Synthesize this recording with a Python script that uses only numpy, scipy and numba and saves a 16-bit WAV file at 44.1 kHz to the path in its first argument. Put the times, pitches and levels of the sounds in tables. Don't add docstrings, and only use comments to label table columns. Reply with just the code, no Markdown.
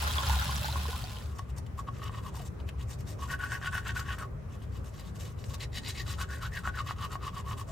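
import sys
import numpy as np
from scipy import signal
from scipy.fft import rfft, irfft, next_fast_len
from scipy.io import wavfile
from numba import njit

SR = 44100
rng = np.random.default_rng(int(sys.argv[2]) if len(sys.argv) > 2 else 0)


def to_wav(s):
    ch = np.atleast_2d(s).T
    pcm = np.round(np.clip(ch, -1, 1) * 32767)
    wavfile.write(sys.argv[1], SR, pcm.astype(np.int16))


def ratio(d):
    e = np.asarray(d, float) / 20
    return 10 ** e


N = 340011


def rms_one(x):
    return x / np.sqrt(np.mean(x ** 2) + 1e-20)


def in_time(s, values):
    return np.interp(np.arange(N) / SR, s, values)


def at_hz(points, hz):
    points_hz, values = np.transpose(points)
    return np.interp(np.log(hz), np.log(points_hz), values)


def drift(rate_hz):
    r = np.exp(-80 * np.pi * rate_hz / SR)
    white = rng.standard_normal(N // 40 + 2002)
    slow = signal.lfilter([1], [1, -2 * r, r * r], white)[2000:]
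    return np.interp(np.arange(N) / 40, np.arange(len(slow)), rms_one(slow))


def resonance(x, hz, width_hz):
    r = np.exp(-np.pi * width_hz / SR)
    feedback = [1, -2 * r * np.cos(2 * np.pi * hz / SR), r * r]
    return signal.lfilter(np.array([1, 0, -1]) * (1 - r * r) / 2, feedback, x)


def body(x, modes):
    return sum((-1) ** k * ratio(db) * resonance(x, hz, width_hz)
               for k, (hz, width_hz, db) in enumerate(modes))


@njit
def gliding(x, hz, r, sr):
    y = np.zeros(len(x))
    for i in range(2, len(x)):
        r2 = r[i] * r[i]
        drive = (1 - r2) / 2 * (x[i] - x[i - 2])
        y[i] = drive + 2 * r[i] * np.cos(2 * np.pi * hz[i] / sr) * y[i - 1] - r2 * y[i - 2]
    return y


def grains(per_s, spread_db, rows):
    born = rng.random((rows, N)) < per_s / SR
    size_db = spread_db * np.minimum(rng.exponential(1, (rows, N)), 5)
    return rms_one(born * ratio(size_db) * rng.choice([-1, 1], (rows, N)))


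def spread(mid, side, alike):
    alike = np.clip(alike, -1, 1)
    return np.sqrt((1 + alike) / 2) * mid + np.sqrt((1 - alike) / 2) * side * np.array([[1], [-1]])


def coloured(source, spectrum, likeness, patchy_db, flicker_hz, balance=((1, 0), (2, 0))):
    out = 0
    edges = 20 * 2 ** np.arange(0, 9.9, 1 / 3)
    for k, (low, high) in enumerate(zip(edges, edges[1:])):
        hz = np.sqrt(low * high)
        if spectrum[0][0] / 2 < hz < spectrum[-1][0] * 2:
            sos = signal.butter(2, [low, high], "band", fs=SR, output="sos")
            mid, side = signal.sosfilt(sos, source[k % 2::2])
            pan = ratio(at_hz(balance, hz) / 2 * np.array([[1], [-1]]))
            gain = ratio(at_hz(spectrum, hz) + patchy_db * drift(flicker_hz))
            out = out + gain * pan * spread(mid, side, at_hz(likeness, hz))
    return rms_one(out)


def pings(events, cycles, half_rise_per_s):
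    out, age = np.zeros(N), np.arange(SR // 20) / SR
    for t, db, hz in events:
        ring = np.sin(2 * np.pi * hz * age * (1 + half_rise_per_s * age))
        out[round(t * SR):][:len(age)] += ratio(db) * np.exp(-age * hz / cycles) * ring
    return out


def cabin(x):
    t60_s = 0.081
    size = next_fast_len(N + SR // 2)
    turn = -2j * np.pi * np.arange(size // 2 + 1) / size
    lags = rng.uniform(0.0025, 0.011, (2, 4)) * SR
    echoes = ratio(-60 * lags / SR / t60_s)[..., None] * np.exp(turn * lags[..., None])
    response = (echoes / (1 - echoes)).sum(axis=1) / 2
    return irfft(rfft(x, size) * response, size)[:, :N]


def ports(x, from_hz, half_turn_hz):
    size = next_fast_len(N)
    above_hz = np.maximum(np.arange(size // 2 + 1) * SR / size - from_hz, 0)
    turn = np.exp(0.5j * np.pi * above_hz / half_turn_hz * np.array([[1], [-1]]))
    return irfft(rfft(x, size) * turn, size)[:, :N]


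# (frequency [Hz], density [dB per Hz])
RUMBLE_SPECTRUM = [(20, -26), (50, -9), (90, -6), (200, -15.5), (290, -22), (600, -24), (800, -33),
                   (1050, -27.5), (2000, -38.5), (4000, -51), (6500, -52.5), (14500, -60)]
# (frequency [Hz], width [Hz], level [dB])
CABIN_MODES = [(66.8, 18.4, -2), (104, 11, -5.5), (122, 17, -9), (399, 21, -9.5)]
# (time [s], level [dB])
RUMBLE_LEVEL = [(0.0, -35.5), (0.39, -40), (2.0, -38), (7.71, -39)]
# (frequency [Hz], left-right likeness [-1..1])
RUMBLE_LIKENESS = [(60, 1), (130, 0.92), (290, 0.085), (2000, 0.066)]
# (frequency [Hz], left minus right [dB])
RUMBLE_BALANCE = [(60, 1.5), (180, 3), (400, -3.5), (1500, 1.5)]


def rumble():
    white = rng.standard_normal((4, N))
    swollen = white + ratio(8) * sum(body(white, [mode]) for mode in CABIN_MODES)
    noise = coloured(swollen, RUMBLE_SPECTRUM, RUMBLE_LIKENESS, patchy_db=1.8, flicker_hz=6.1,
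                     balance=RUMBLE_BALANCE)
    return noise * ratio(in_time(*np.transpose(RUMBLE_LEVEL)))


def bubbles(per_s, low_hz, high_hz, cycles):
    born, dealt = grains(per_s, 3.0, rows=2), rng.integers(0, 18, N)
    pitches_hz = np.geomspace(low_hz, high_hz, num=18)
    return rms_one(sum(resonance(born * (dealt == k), hz, 0.19 * hz / cycles) * np.sqrt(cycles / hz)
                       for k, hz in enumerate(pitches_hz)))


# (frequency [Hz], density [dB per Hz])
SPRAY_SPECTRUM = [(300, -47), (1000, -8.5), (2300, -11.5), (3400, -7), (6500, -17), (9100, -14),
                  (12000, -20), (15500, -18)]
# (frequency [Hz], left-right likeness [-1..1])
SPRAY_LIKENESS = [(600, 0.82), (1400, 0.33), (3100, 0.62), (6000, 0.18), (8500, 1)]


def spray():
    jets = coloured(grains(3500, 4.6, rows=4), SPRAY_SPECTRUM, SPRAY_LIKENESS, patchy_db=1.5, flicker_hz=30)
    return jets + ratio(-8) * spread(*bubbles(320, 2530, 5944, cycles=36), 0.24)


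# (frequency [Hz], width [Hz], level [dB])
BASIN_MODES = [(822, 55, 8.5), (1030, 39, 12.5), (1450, 35, 9)]


def gurgle():
    ringing = rms_one(body(grains(500, 4.9, rows=2), BASIN_MODES))
    return spread(*ringing, 0.79) + spread(*bubbles(200, 556, 1810, cycles=9), 0.21)


# (frequency [Hz], width [Hz], level [dB])
BOTTOM_MODES = [(68.9, 13.5, -5), (131.3, 26.5, -10), (192, 47, -15)]


def hum_and_drum():
    hum_hz = 72 * (1 + 0.035 * drift(3.93))
    hum = np.sin(2 * np.pi * np.cumsum(hum_hz) / SR)
    white = rng.standard_normal((2, N))
    drumming = rms_one(body(body(white, BOTTOM_MODES), BOTTOM_MODES))
    return hum + ratio(-7.5) * spread(*drumming, 0.98)


# (time [s], spray level [dB], drum level [dB])
TAP_LEVELS = [(0.0, -38.5, -31.5), (0.156, -38.5, -33), (0.194, -39.5, -39), (0.278, -37, -24.5),
              (1.006, -46, -33), (1.1, -50, -49), (1.35, -53, -39.5)]
# (time [s], level [dB], pitch [Hz])
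DROPS = [(0.031, -35.5, 883), (0.159, -32, 1030), (0.183, -19.5, 3340), (0.186, -26.5, 1030),
         (0.204, -29, 1030), (0.238, -51, 1030), (0.273, -30, 4400), (0.296, -24.5, 874),
         (0.302, -29.5, 1004), (0.365, -33.5, 745), (0.388, -26.5, 3900), (0.415, -30, 1370),
         (0.493, -28, 1040), (0.565, -26.5, 5700), (0.644, -31, 810), (0.645, -27, 4040), (0.686, -31, 867),
         (0.726, -29, 4020), (0.758, -26, 1030), (0.855, -31.5, 1030), (0.885, -36.5, 450),
         (0.95, -38, 1030), (1.038, -39.5, 704), (1.041, -31.5, 4530), (1.17, -36, 3050)]


def tap():
    s, spray_db, drum_db = np.transpose(TAP_LEVELS)
    spray_gain = ratio(in_time(s, spray_db))
    drum_gain = ratio(in_time(s, drum_db))
    water = spray() * spray_gain + gurgle() * spray_gain * ratio(-6.5) + hum_and_drum() * drum_gain
    ending = np.clip((s[-1] - np.arange(N) / SR) / 0.16, 0, 1)
    drops = pings(DROPS, cycles=6.8, half_rise_per_s=2.6)
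    return water * ending + drops + ratio(-5) * cabin(drops)


ASIDE_STROKES = [.07, .18, .31, .415, .54, .65, .77]


def brush_aside():
    level_db, length_s, cavity_hz = -35.5, 0.032, 1440
    t = np.arange(N) / SR
    strokes = sum(np.exp(-((t - s) / length_s) ** 2 - 1.7 * s ** 2) for s in ASIDE_STROKES)
    rub = grains(3000, 3.5, rows=1)
    scrub = resonance(resonance(rub, cavity_hz, 300), cavity_hz, 500)
    return ratio(level_db) * rms_one(scrub) * strokes * np.array([[1], [-0.8]])


# (middle [s], length [s], hiss level [dB], bite on the teeth over the hiss [dB])
STROKES = [(1.31, 0.3, -63, -9), (1.391, 0.014, -48.5, 0), (1.499, 0.035, -60.5, -13),
           (1.582, 0.037, -52, -18), (1.795, 0.043, -54, -9), (1.882, 0.027, -62, 5.5),
           (1.972, 0.1, -61, -2), (2.028, 0.034, -57.5, 2), (2.059, 0.077, -57, 6.5),
           (2.161, 0.1, -56.5, 2), (2.262, 0.082, -55.5, 0.5), (2.386, 0.11, -53, -5),
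           (2.433, 0.049, -72, -5), (2.468, 0.038, -52.5, -24), (2.602, 0.034, -65, 5),
           (2.683, 0.03, -59.5, 5), (2.813, 0.058, -58, 3.5), (2.918, 0.071, -50.5, -19),
           (3.004, 0.047, -57, -29), (3.104, 0.084, -49.5, -34), (3.233, 0.093, -53, -2),
           (3.322, 0.076, -49, 0), (3.436, 0.097, -50.5, 0), (3.539, 0.085, -47.5, -2.5),
           (3.654, 0.083, -51.5, 10), (3.763, 0.092, -46, 0), (3.883, 0.083, -51, 6.5),
           (3.986, 0.084, -45.5, 0), (4.104, 0.11, -52.5, 7), (4.213, 0.083, -54.5, -1.5),
           (4.532, 0.1, -64.5, 0.5), (4.624, 0.066, -65.5, 1.5), (4.759, 0.093, -61.5, -1.5),
           (4.874, 0.078, -59, -9), (4.958, 0.076, -61.5, -5), (5.003, 0.053, -60, 3),
           (5.067, 0.09, -58, -4.5), (5.162, 0.038, -59, -6), (5.213, 0.054, -52, -7),
           (5.279, 0.11, -57.5, -6), (5.403, 0.064, -60, -4), (5.46, 0.076, -59, -20),
           (5.516, 0.057, -56.5, -3), (5.547, 0.022, -46, -12), (5.624, 0.063, -50, 3),
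           (5.765, 0.067, -47, 3.5), (5.878, 0.1, -46, 2.5), (5.986, 0.092, -49, 2), (6.107, 0.1, -48, 0),
           (6.216, 0.068, -47.5, -1), (6.336, 0.11, -52.5, -4.8), (6.446, 0.08, -50.5, 0),
           (6.567, 0.089, -50, -1.5), (6.667, 0.066, -51.5, 0.5), (6.78, 0.091, -53.5, 3),
           (6.891, 0.083, -53, 5), (7.023, 0.11, -54.5, 6), (7.133, 0.07, -51.5, 0.5),
           (7.256, 0.093, -56.5, 9), (7.374, 0.087, -54.5, 1.5), (7.502, 0.1, -53, 1.5),
           (7.601, 0.065, -50.5, -5.5), (7.7, 0.057, -55, -14.5)]


def pressure(levels_db, squareness, share):
    out, t = np.zeros(N), np.arange(N) / SR
    for (middle, length, _, bite_db), db in zip(STROKES, levels_db):
        near = slice(int((middle - 0.2) * SR), int((middle + 0.2) * SR))
        rise = 0.65 if bite_db > 0 else 0.45
        age = t[near] - middle - (rise - 0.5) * length
        side_s = share * length * np.where(age < 0, rise, 1 - rise)
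        out[near] += ratio(db) * np.exp(-np.abs(age / side_s) ** squareness)
    return out


# (time [s], cavity pitch [Hz], cavity level over the scrub [dB])
MOUTH = [(1.3, 1190, 7.5), (1.6, 920, 2), (1.85, 1030, 16), (1.98, 1200, 2.5), (2.18, 1065, 7),
         (2.29, 990, 10), (2.35, 1030, 6), (2.391, 820, 5), (2.41, 636, 30), (2.47, 540, -9),
         (2.6, 1000, 8.5), (2.67, 1030, -5), (3.27, 990, 6), (3.29, 1444, 14.5), (3.76, 1430, 9),
         (4.0, 1330, 7.5), (4.17, 1340, 11.5), (4.25, 1140, 19.5), (4.54, 1030, -3), (5.56, 1050, -2),
         (5.6, 1970, -3), (5.95, 1960, -10.5), (6.02, 1780, 9), (6.07, 1240, -2.5), (6.22, 1330, 10),
         (6.37, 1450, 11), (6.48, 1330, 11), (6.54, 1900, 9), (6.6, 1250, 7), (6.7, 1370, 18.5),
         (6.745, 1450, 10.5), (6.82, 1100, 13.5), (6.9, 1190, 6), (7.26, 1110, 10), (7.5, 1030, 8.5),
         (7.63, 1030, 4.5), (7.68, 655, 21)]


def mouth_at(s):
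    times, hz, db = np.transpose(MOUTH)
    return np.interp(s, times, hz), np.interp(s, times, db)


def lips():
    s, length = np.transpose(STROKES)[:2]
    times = np.ravel([s - 0.28 * length, s + 0.4 * length], order="F")
    pitches_hz = mouth_at(times)[0] * np.tile([1.054, 1.019], len(s))
    return in_time(np.maximum.accumulate(times), pitches_hz) * (1 + 0.045 * drift(14))


def cavity(x, lips_hz, times, width_hz):
    opening = (lips_hz / 1510) ** 1.38
    return gliding(x, times * lips_hz, np.exp(-np.pi * width_hz * opening / SR), SR)


# (time [s], peak level [dB])
SCRATCHES = [(1.664, -35.5), (2.689, -28.5), (3.007, -39), (3.6694, -44), (3.8806, -30), (4.1853, -28),
             (4.996, -33), (5.208, -31), (5.252, -32), (5.4408, -33), (5.5402, -42), (5.6047, -34),
             (6.425, -43), (6.871, -28)]


def scratches(noise):
    decay_s, rms_under_peak_db = 0.0059, -22.5
    out, age = np.zeros(N), np.arange(SR // 20) / SR
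    for t, db in SCRATCHES:
        out[round(t * SR):][:len(age)] += ratio(db + rms_under_peak_db) * np.exp(-age / decay_s)
    return noise * out


# (frequency [Hz], density [dB per Hz])
HISS_SPECTRUM = [(800, 1), (3000, -0.5), (5000, -0.5), (6600, 3), (8800, -0.5), (11500, -2.5),
                 (14300, -8.5), (16000, -14)]
# (frequency [Hz], left-right likeness [-1..1])
HISS_LIKENESS = [(1400, 0.91), (4000, 0.69), (6500, 0.47), (9000, 1)]


def bristle_hiss(hiss_db):
    slips = grains(6000, 2.66, rows=4)
    bunches = ratio(2.2 * drift(80))
    bristles = coloured(slips, HISS_SPECTRUM, HISS_LIKENESS, patchy_db=2.2, flicker_hz=25)
    return bristles * pressure(hiss_db, 2.27, share=0.85) * bunches + scratches(bristles)


# (frequency [Hz], width [Hz], level [dB])
TEETH_MODES = [(1920, 1100, 4.5), (3143, 506, 9), (3990, 340, 6.5), (4780, 310, -0.5), (5460, 380, -4),
               (6800, 200, 0)]
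# (time [s], gain of the upper modes [dB])
FRONT_TEETH = [(1.3, -2.5), (4.5, -5), (4.9, 3.5), (6.1, 8), (6.4, 3.5), (7.7, -3)]


def teeth_ring(rub, lips_hz, teeth_db):
    front_db = in_time(*np.transpose(FRONT_TEETH))
    enamel = 0
    for k, mode in enumerate(TEETH_MODES):
        hz, width_hz, _ = mode
        gain = (-1) ** k * ratio(0.72 * drift(35) + (k > 1) * front_db)
        enamel = enamel + gain * resonance(body(rub, [mode]), hz, 2 * width_hz)
    overtone = cavity(cavity(rub, lips_hz, 1.54, 450), lips_hz, 1.7, 640)
    enamel = rms_one(enamel + ratio(-4) * overtone)
    return enamel * pressure(teeth_db, 2.37, share=0.77) + ratio(5.5) * scratches(enamel)


def mouth_cavity(rub, lips_hz, mouth_db):
    moving = cavity(cavity(rub, lips_hz, 1, 210), lips_hz, 1, 500)
    cheeks = resonance(rub, 1151, 87)
    return rms_one(moving + ratio(-7) * cheeks) * pressure(mouth_db + 0.1, 2.8, share=0.85)


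# (time [s], level [dB])
KNOCKS = [(1.393, -30.5), (1.587, -44), (1.791, -41.5), (1.887, -34), (2.095, -33.5), (2.347, -37),
          (3.316, -35), (3.615, -32), (3.646, -26), (3.753, -27), (4.183, -33), (5.539, -42), (6.675, -19),
          (6.909, -22), (7.155, -26.5)]


def tooth_knocks(lips_hz):
    knocks = pings([(t, db, mouth_at(t)[0]) for t, db in KNOCKS], cycles=1.6, half_rise_per_s=0)
    tick = ratio(-9) * body(knocks, TEETH_MODES)
    return knocks + ratio(-3) * cavity(knocks, lips_hz, 0.975, 100) + tick


def brush():
    s, _, hiss_db, bite_db = np.transpose(STROKES)
    mouth_db = hiss_db + 0.62 * bite_db + mouth_at(s)[1]
    lips_hz = lips()
    hiss = bristle_hiss(hiss_db)
    rub = grains(3000, 3.02, rows=2) * ratio(2.6 * drift(60))
    teeth = teeth_ring(rub[0], lips_hz, hiss_db + bite_db)
    close = teeth + mouth_cavity(rub[1], lips_hz, mouth_db) + tooth_knocks(lips_hz)
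    direct = (hiss + close) * ratio([[0.8], [-0.8]])
    heard = direct + ratio(-3.5) * cabin(close + resonance(hiss[0], 2800, 5200))
    lag = round(SR / 920)
    return heard + ratio(-9) * np.pad(heard, ((0, 0), (lag, 0)))[:, :N]


def scene():
    water = ports(tap(), from_hz=7220, half_turn_hz=1900)
    brushing = ports(brush(), from_hz=7940, half_turn_hz=2520)
    return water + brushing + rumble() + brush_aside()


def band_limit(x):
    return signal.sosfilt(signal.butter(12, 17040, fs=SR, output="sos"), x)


def record(dry):
    return band_limit(dry)


dry = scene()
out = record(dry)
to_wav(out)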